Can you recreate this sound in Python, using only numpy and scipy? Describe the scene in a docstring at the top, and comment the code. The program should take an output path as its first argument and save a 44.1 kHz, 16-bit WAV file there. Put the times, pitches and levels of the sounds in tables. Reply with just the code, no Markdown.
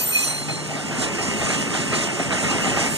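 """Light train nearing a platform

A light train nears an elevated platform. Its wheels squeal on the bend: wavering tones over a noisy scrape.
They roll on with boom, rumble, roar, hiss and ringing rails, all made of coloured noise; tiny ticks add grit.
Rail joints knock: short swells of noise that ring the track. A low sine tone is the hum of the city.
Two microphone ports hear a blend of direct and scattered sound, the right one a little before the left."""
import sys
import numpy as np
from scipy import signal
from scipy.fft import rfft, irfft
from scipy.io import wavfile
from scipy.ndimage import uniform_filter1d

SR = 44100
rng = np.random.default_rng(int(sys.argv[2]) if len(sys.argv) > 2 else 0)


def master(y):
    """Save y as 16-bit WAV."""
    cut = np.clip(np.atleast_2d(y).T, -1, 1)
    pcm = np.round(cut * 32767)  # scale
    wavfile.write(sys.argv[1], SR, pcm.astype(np.int16))


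N = 130977  # length in samples

# Loudness of the rolling layers as the train comes nearer: [t/s, level/dB]
BOOM_LEVEL = [(0, -53), (.3, -62), (.72, -51), (.95, -47), (1.5, -44), (2.24, -46), (2.97, -38.5)]
RUMBLE_LEVEL = [(0.0, -35.5), (0.15, -41), (.45, -37), (0.52, -29.5), (0.64, -36), (.83, -34.5),
                (0.99, -28), (1.12, -31), (1.5, -28.5), (1.99, -29), (2.17, -35), (2.21, -26.5),
                (2.24, -33), (2.33, -28), (2.4, -32.5), (2.47, -27.5), (2.94, -30), (2.97, -37)]
ROAR_LEVEL = [(0.0, -35), (.15, -37.5), (.3, -33), (.44, -37.5), (0.62, -37), (1.01, -30), (1.1, -29.5),
              (1.56, -29), (1.9, -29), (2.27, -30), (2.56, -25.5), (2.71, -27), (2.86, -25.5),
              (2.97, -33.5)]
RAIL_LEVEL = [(0, -45), (.7, -38), (1.2, -37), (2.97, -33.5)]
HISS_LEVEL = [(0, -29.5), (.06, -38.5), (.22, -27.5), (.25, -27.5), (.33, -38), (.44, -36.5), (.6, -34),
              (.69, -39), (.74, -35), (.94, -35), (1.03, -26), (1.1, -34.5), (1.16, -34.5), (1.22, -30.5),
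              (1.35, -31), (1.55, -28.5), (1.68, -33.5), (1.76, -28.5), (1.85, -32.5), (1.92, -30.5),
              (1.95, -27), (2.0, -26), (2.12, -34.5), (2.2, -32), (2.29, -35), (2.35, -28.5), (2.7, -28.5),
              (2.76, -31.5), (2.81, -24), (2.87, -30), (2.97, -31.5)]
# Colour of the rolling layers, only relative: [f/Hz, level/dB]
BOOM_COLOUR = [(15, -32), (30, -14), (50, 0), (65, -3), (85, 0), (105, -3), (140, -30)]
RUMBLE_COLOUR = [(60, -12), (100, -7), (130, -4), (150, -2.5), (185, -0.5), (280, 1), (380, -7.5),
                 (500, -11), (900, -75)]
ROAR_COLOUR = [(200, -10.5), (400, -3), (700, 1), (1000, -4.5), (1250, -4.5), (1550, -5.5), (1900, -2.5),
               (2150, -1), (2400, -10.5), (2650, 1.5), (3000, -5.5), (3500, -22), (5000, -63)]
HISS_COLOUR = [(1500, -40), (3000, -3), (3600, -6), (4300, -8), (5000, -3.5), (6000, -3), (7200, -0.5),
               (8500, -3), (9700, -10), (11000, -14), (12500, -36), (14300, -44), (15000, -61)]
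# Resonances of the ringing rails: [f/Hz, width/Hz, level/dB]
RAIL_PEAKS = [(271, 31, -4.5), (336, 58, -4.5), (413, 25, 2), (574.7, 42, 1), (700, 15, -15), (893, 65, -2),
              (1191, 75, -6.5), (1803, 68, -6.5), (2277, 120, -2.5)]
# Small wheel impacts: how many, how uneven, and their level against the roar
GRIT_PER_S, GRIT_SPREAD_DB, GRIT_DB = 1500, 3.5, -7

# Frequencies of the wheel modes: [f/Hz]
WHEEL_HZ = [2505, 2686, 4126, 4175, 4257, 4590, 4647, 5880, 5955, 6465, 7014, 7133, 7340, 7547, 7625, 8323,
            8640, 8741, 8855, 8894, 9044, 9168, 9238, 9840, 10225, 10480, 10691, 10988, 11117, 11956, 12260,
            12500, 13254, 14128, 14180]
# One row per wheel mode: [width of its wavering/Hz, t60/s, then its level/dB in each burst of squeal]
WHEEL_MODES = [(30.2, 0.25, -39, -66, -15.5, -18, -41, -66, -35, -33, -43),
               (30, 0.15, -66, -55, -50, -39, -38.5, -37, -47, -49, -43),
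               (30, 1, -52, -66, -50, -40, -37, -44, -44, -46, -58),
               (30.6, 0.72, -41.5, -66, -34.5, -29, -39, -66, -32, -36.5, -55),
               (30, 0.27, -54, -65, -36, -47, -38, -66, -39, -46, -57),
               (30, 0.17, -35, -66, -60, -66, -66, -66, -60, -62, -59),
               (30, 0.13, -44, -66, -64, -52, -46, -66, -53, -50, -60),
               (30.2, 0.16, -37, -40, -34, -33.5, -35, -36, -45, -54, -51),
               (30.2, 0.2, -58, -47, -37, -51, -19, -66, -40, -63, -66),
               (30, 0.45, -46, -66, -66, -57, -51, -59, -54, -66, -46),
               (30, 0.2, -66, -66, -50, -66, -66, -59, -66, -66, -57),
               (30, 1.5, -66, -66, -66, -66, -66, -66, -50, -53, -43),
               (30, 0.7, -32.5, -66, -66, -48, -51, -66, -58, -54, -66),
               (30, 0.3, -44, -32, -47, -29.5, -37, -66, -47, -61, -33),
               (30, 0.16, -51, -38, -41, -44, -43, -30, -45, -66, -36),
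               (30, 0.81, -45, -39, -66, -47, -66, -37, -66, -50, -66),
               (30, 1.1, -36, -66, -66, -66, -66, -66, -41, -45, -48),
               (30, 0.33, -36.5, -25, -39, -41, -66, -66, -59, -50, -35),
               (30, 0.2, -38, -51, -37, -31, -40, -33.5, -49, -66, -69),
               (30, 0.2, -43, -59, -44, -33, -40, -66, -48, -66, -66),
               (30, 0.2, -66, -66, -57, -56, -50, -61, -66, -66, -60),
               (30, 0.98, -48, -49, -36, -64, -38, -66, -50, -66, -63),
               (30, 0.22, -53, -54, -49, -50, -39, -66, -45, -64, -66),
               (30, 0.2, -54, -54, -50, -42, -57, -64, -56, -66, -50),
               (30, 0.63, -52, -44, -50, -66, -66, -51, -62, -66, -51),
               (30, 0.25, -34, -29, -44, -44, -43, -50, -56, -66, -56),
               (30, 0.45, -60, -55, -48, -57, -41, -66, -66, -66, -52),
               (30, 0.37, -49, -65, -58, -55, -31.5, -66, -45, -51, -41),
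               (30, 0.3, -60, -55, -66, -58, -49, -66, -54, -66, -66),
               (30, 0.28, -52, -66, -45, -48, -46, -50, -56, -65, -38),
               (30, 0.2, -47, -41, -54, -55, -47, -52, -56, -66, -59),
               (30, 1, -66, -66, -66, -66, -64, -60, -50, -62, -66),
               (30, 0.22, -66, -66, -66, -66, -43, -66, -48, -66, -66),
               (30, 0.3, -38, -29, -66, -51, -66, -60, -64, -66, -66),
               (30, 0.59, -23, -36, -66, -61, -64, -66, -64, -66, -68)]
# Bursts of squeal: [peak t/s, rise over the last 20 dB/s, hold/s]
SQUEALS = [(0, .02, .02), (0.064, .02, .012), (0.137, 0.027, 0.024), (0.188, .04, 0.016),
           (0.244, .025, 0.0071), (0.279, .02, .01), (0.347, .025, .015), (0.49, 0.018, 0.017),
           (2.92, .078, 0.042)]
SQUEAL_ROUGH = 0.55  # share of the tone's power that wavers; the rest is pure
# Colour of the flange scrape, only relative: [f/Hz, level/dB]
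SCRAPE_COLOUR = [(2000, 2), (4000, -5), (8000, -11), (10500, 11.5), (12300, -21), (13000, -30),
                 (15000, -40)]
SCRAPE_DB, SCRAPE_END_S, SCRAPE_FADE_DB_PER_S = -35, 0.32, 72

# Wheels over rail joints: [t/s, broad blow level/dB, low ring level/dB, high ring level/dB, t60/s]
KNOCKS = [(0.479, -31, -30, -33, 0.28), (0.68, -40, -35.5, -51, 0.64), (0.753, -28, -27.5, -39, 0.21),
          (.90, -31, -34, -43, 0.38), (1.016, -23.5, -36, -34, 0.23), (1.183, -29, -24, -27, 0.18),
          (1.40, -31, -35, -28, 1), (1.489, -23.5, -30.5, -25, 0.35), (1.53, -28, -45, -29, 0.23),
          (1.731, -26.5, -31, -30, 0.4), (1.92, -23, -30, -20.5, 0.33), (1.975, -28, -41, -37, 0.53),
          (2.189, -27, -24, -27, 0.23), (2.308, -23, -25, -24, 0.37), (2.43, -31, -44, -25, 0.57),
          (2.51, -35, -34, -44, 0.41), (2.638, -32, -24, -26, 0.32), (2.70, -46, -33, -52, 0.83),
          (2.758, -26, -26, -25, 0.42)]
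KNOCK_RISE_S = 0.011
# Colour of the broad blow, only relative: [f/Hz, level/dB]
BLOW_COLOUR = [(60, -30), (200, -17), (500, -8.5), (1500, -3), (3000, -6.5), (7000, -22), (12000, -41)]
# Resonances of the track, the first two are the low ring: [f/Hz, width/Hz, level/dB]
TRACK_PEAKS = [(632, 93, -1), (780, 144, 0), (1233, 140, 6.5), (1610, 40, 4), (1850, 125, 6.5),
               (2230, 600, 2)]

HUM_HZ = 150.2
# Loudness of the hum: [t/s, level/dB]
HUM_LEVEL = [(0, -45.5), (.2, -54), (.28, -40), (.5, -41), (.8, -37.5), (.92, -46), (1.2, -56), (3, -45)]
# Phase of the hum's scattered part as its source drifts to the front: [t/s, phase/rad]
HUM_TURN = [(0, -2.5), (.4, -4), (.6, 1.5), (3, 0)]

CANOPY_DB, CANOPY_WIDTH_HZ = 1.2, 18  # depth and smoothing width of the roof's ripple
LEAD_S = 0.000394  # head start of the right port
# Phase of the right port in the bass: [f/Hz, phase/rad]
BASS_TURN = [(30, -2.9), (70, -2.4), (120, -1.3), (300, -.45), (800, -.2), (1250, 0)]
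# Likeness of the two ports, 1 is the same sound: [f/Hz, likeness]
BASS_SAME = [(25, .97), (60, .9), (100, .75)]
SAME = [(170, 0.8), (400, 0.47), (700, 0.78), (1300, 1), (2000, 0.99), (2500, 1), (3100, 0.89),
        (3700, 0.98), (4300, 1), (5000, 1), (5600, 0.4), (7000, 0.78), (10000, 1), (14000, 0.79)]
# Right port over left port: [f/Hz, level/dB]
RIGHT_OVER_LEFT = [(25, 1), (60, 2), (150, -4), (350, 3), (1000, 0.5), (3500, 0.5), (4500, 1), (7000, 4),
                   (9000, 2), (10500, 0)]
EDGE_HZ = 14700  # upper band limit


def rolling():
    """Steel on steel: boom, rumble of the guideway, roar of rail and wheel, ringing rails, contact hiss."""
    boom = noise(points_colour(BOOM_COLOUR), patchy_db=-4, flicker_db=3)
    rumble = noise(points_colour(RUMBLE_COLOUR), patchy_db=0, flicker_db=-1)
    roar = noise(points_colour(ROAR_COLOUR), patchy_db=2, flicker_db=0) + grit()
    rails = noise(lambda hz: rings(hz, RAIL_PEAKS), patchy_db=2, flicker_db=0)
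    hiss = noise(points_colour(HISS_COLOUR), patchy_db=1.5, flicker_db=1)
    return (curve(BOOM_LEVEL) * boom + curve(RUMBLE_LEVEL) * rumble + curve(ROAR_LEVEL) * roar
            + curve(RAIL_LEVEL) * rails + curve(HISS_LEVEL) * hiss)


def grit():
    """Rough spots on the wheels tick densely, coloured like the roar."""
    hits = rng.random((2, N)) < GRIT_PER_S / SR
    signs = rng.choice([-1, 1], (2, N))
    strengths = amp(GRIT_SPREAD_DB * rng.exponential(1, (2, N)))
    colour = amp(read(ROAR_COLOUR, np.fft.rfftfreq(N, 1 / SR)))
    return amp(GRIT_DB) * evened(irfft(rfft(hits * signs * strengths) * colour, N))


def squeal():
    """Slipping wheels sing on their modes, unsteadily, over the scrape of the flange."""
    t = np.arange(N) / SR
    coarse = t[::16]  # the tones change slowly, so every 16th sample is enough
    tones = np.zeros((2, N))
    for hz, (width_hz, t60, *levels_db) in zip(WHEEL_HZ, WHEEL_MODES):
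        power = np.zeros(len(coarse))
        for db, (peak, rise, hold) in zip(levels_db, SQUEALS):
            rise_db = 20 * np.maximum(peak - coarse, 0) / rise
            decay_db = 60 * np.maximum(coarse - peak - hold, 0) / t60
            power += amp(db - rise_db - decay_db) ** 2
        wobble = wavering(width_hz, len(coarse))
        shape = [np.interp(t, coarse, row) for row in np.sqrt(2 * power) * wobble]
        tones += (shape * np.exp(2j * np.pi * hz * t)).real
    fade = amp(SCRAPE_DB - SCRAPE_FADE_DB_PER_S * np.maximum(t - SCRAPE_END_S, 0))
    return tones + fade * noise(points_colour(SCRAPE_COLOUR), patchy_db=3, flicker_db=1.5)


def wavering(width_hz, length):
    """A tone's slow random change of strength and phase, mixed with a steady part."""
    a, b = rng.standard_normal((2, 2, length + 400))
    pole = np.exp(-np.pi * 16 * width_hz / SR)
    # smooth twice, then drop the first 400 points where the filter settles
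    drift = signal.lfilter([1], np.convolve([1, -pole], [1, -pole]), a + 1j * b)[:, 400:]
    drift = drift / np.sqrt(np.mean(abs(drift) ** 2))
    steady = np.exp(2j * np.pi * rng.random((2, 1)))
    return np.sqrt(SQUEAL_ROUGH) * drift + np.sqrt(1 - SQUEAL_ROUGH) * steady


def knocks():
    """Distant blows, smeared into short swells that ring the track's resonances."""
    t = np.arange(N) / SR
    power = np.zeros((3, N))
    for start, *parts_db, t60 in KNOCKS:
        since = np.maximum(t - start, 0)
        rise = np.minimum(since / KNOCK_RISE_S, 1)
        power += (rise * amp(np.array(parts_db)[:, None] - 60 * since / t60)) ** 2
    blow, low, high = np.sqrt(power)
    return (blow * noise(points_colour(BLOW_COLOUR), patchy_db=3, flicker_db=1.5)
            + low * noise(lambda hz: rings(hz, TRACK_PEAKS[:2]), patchy_db=0, flicker_db=-2)
            + high * noise(lambda hz: rings(hz, TRACK_PEAKS[2:]), patchy_db=1, flicker_db=0))


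def hum():
    """A low tone of steady pitch from the street below, drifting across."""
    t = np.arange(N) / SR
    turn = np.interp(t, *np.transpose(HUM_TURN))
    phases = np.array([0 * t, turn])  # direct part, scattered part
    return np.sqrt(2) * curve(HUM_LEVEL) * np.sin(2 * np.pi * HUM_HZ * t + phases)


def canopy(hz):
    """Reflections under the roof ripple the spectrum finely."""
    span = max(int(CANOPY_WIDTH_HZ / hz[1]), 1)
    ripple = uniform_filter1d(rng.standard_normal(len(hz)), size=span)
    ripple = uniform_filter1d(ripple, size=span)
    return amp(CANOPY_DB * evened(ripple))


def noise(colour, patchy_db, flicker_db):
    """Two unrelated noises of one colour (direct, scattered), sharing drifting patches and flicker."""
    frames = N // 128 + 5
    a, b, c, d, patches = rng.standard_normal((frames, 257, 5)).T
    flicker = evened(uniform_filter1d(patches.mean(0), size=8))  # all pitches together
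    patches = uniform_filter1d(patches, size=5, axis=0)  # smooth over frequency
    patches = evened(uniform_filter1d(patches, size=20, axis=1))  # smooth over time
    spectra = np.array([a + 1j * b, c + 1j * d]) * amp(patchy_db * patches + flicker_db * flicker)
    x = signal.istft(spectra, nperseg=512, noverlap=384)[1][:, :N]
    return evened(irfft(rfft(x) * colour(np.fft.rfftfreq(N, 1 / SR)), N))


def rings(hz, peaks):
    """Gain of a set of resonances, each halved at half its width from the centre."""
    power = sum(amp(db) ** 2 / (1 + (2 * (hz - f) / width) ** 2) ** 2 for f, width, db in peaks)
    return np.sqrt(power)


def points_colour(points):
    """Turn a colour table into a gain for any frequency."""
    return lambda hz: amp(read(points, hz))


def read(points, hz):
    """Read a table between its points, along a logarithmic frequency axis."""
    f, value = np.transpose(points)
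    return np.interp(np.log(hz + 1), np.log(f + 1), value)


def curve(points):
    """Turn a level table into a gain for every sample."""
    s, db = np.transpose(points)
    return amp(np.interp(np.arange(N) / SR, s, db))


def amp(db):
    """Decibels to an amplitude factor."""
    return 10 ** (np.asarray(db) / 20)


def evened(x):
    """Scale to an RMS of one."""
    return x / np.sqrt(np.mean(x ** 2) + 1e-20)


def scene():
    """Direct and scattered sound blended at two ports; the right one hears first."""
    size = N + 8192  # spare room for the spectral filters
    hz = np.fft.rfftfreq(size, 1 / SR)
    under_roof = canopy(hz) * rfft(rolling() + knocks(), size)
    direct, scattered = under_roof + rfft(squeal() + hum(), size)
    same = np.clip(read(BASS_SAME + SAME, hz), 0, 1)
    # the head start, with half a turn taken off, takes over where it exceeds the bass phase
    turn = np.maximum(2 * np.pi * hz * LEAD_S - np.pi, read(BASS_TURN, hz))
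    right = same * direct * np.exp(1j * turn) + np.sqrt(1 - same ** 2) * scattered
    tilt = amp(read(RIGHT_OVER_LEFT, hz) / 2)  # half of the difference goes to each port
    return irfft(np.array([direct / tilt, right * tilt]), size)[:, :N]


def record(dry):
    """The band limit of the recorder: a steep low-pass filter."""
    low_pass = signal.firwin(511, EDGE_HZ, window=("kaiser", 9), fs=SR)
    return signal.oaconvolve(dry, low_pass[None], "same")


dry = scene()
out = record(dry)
master(out)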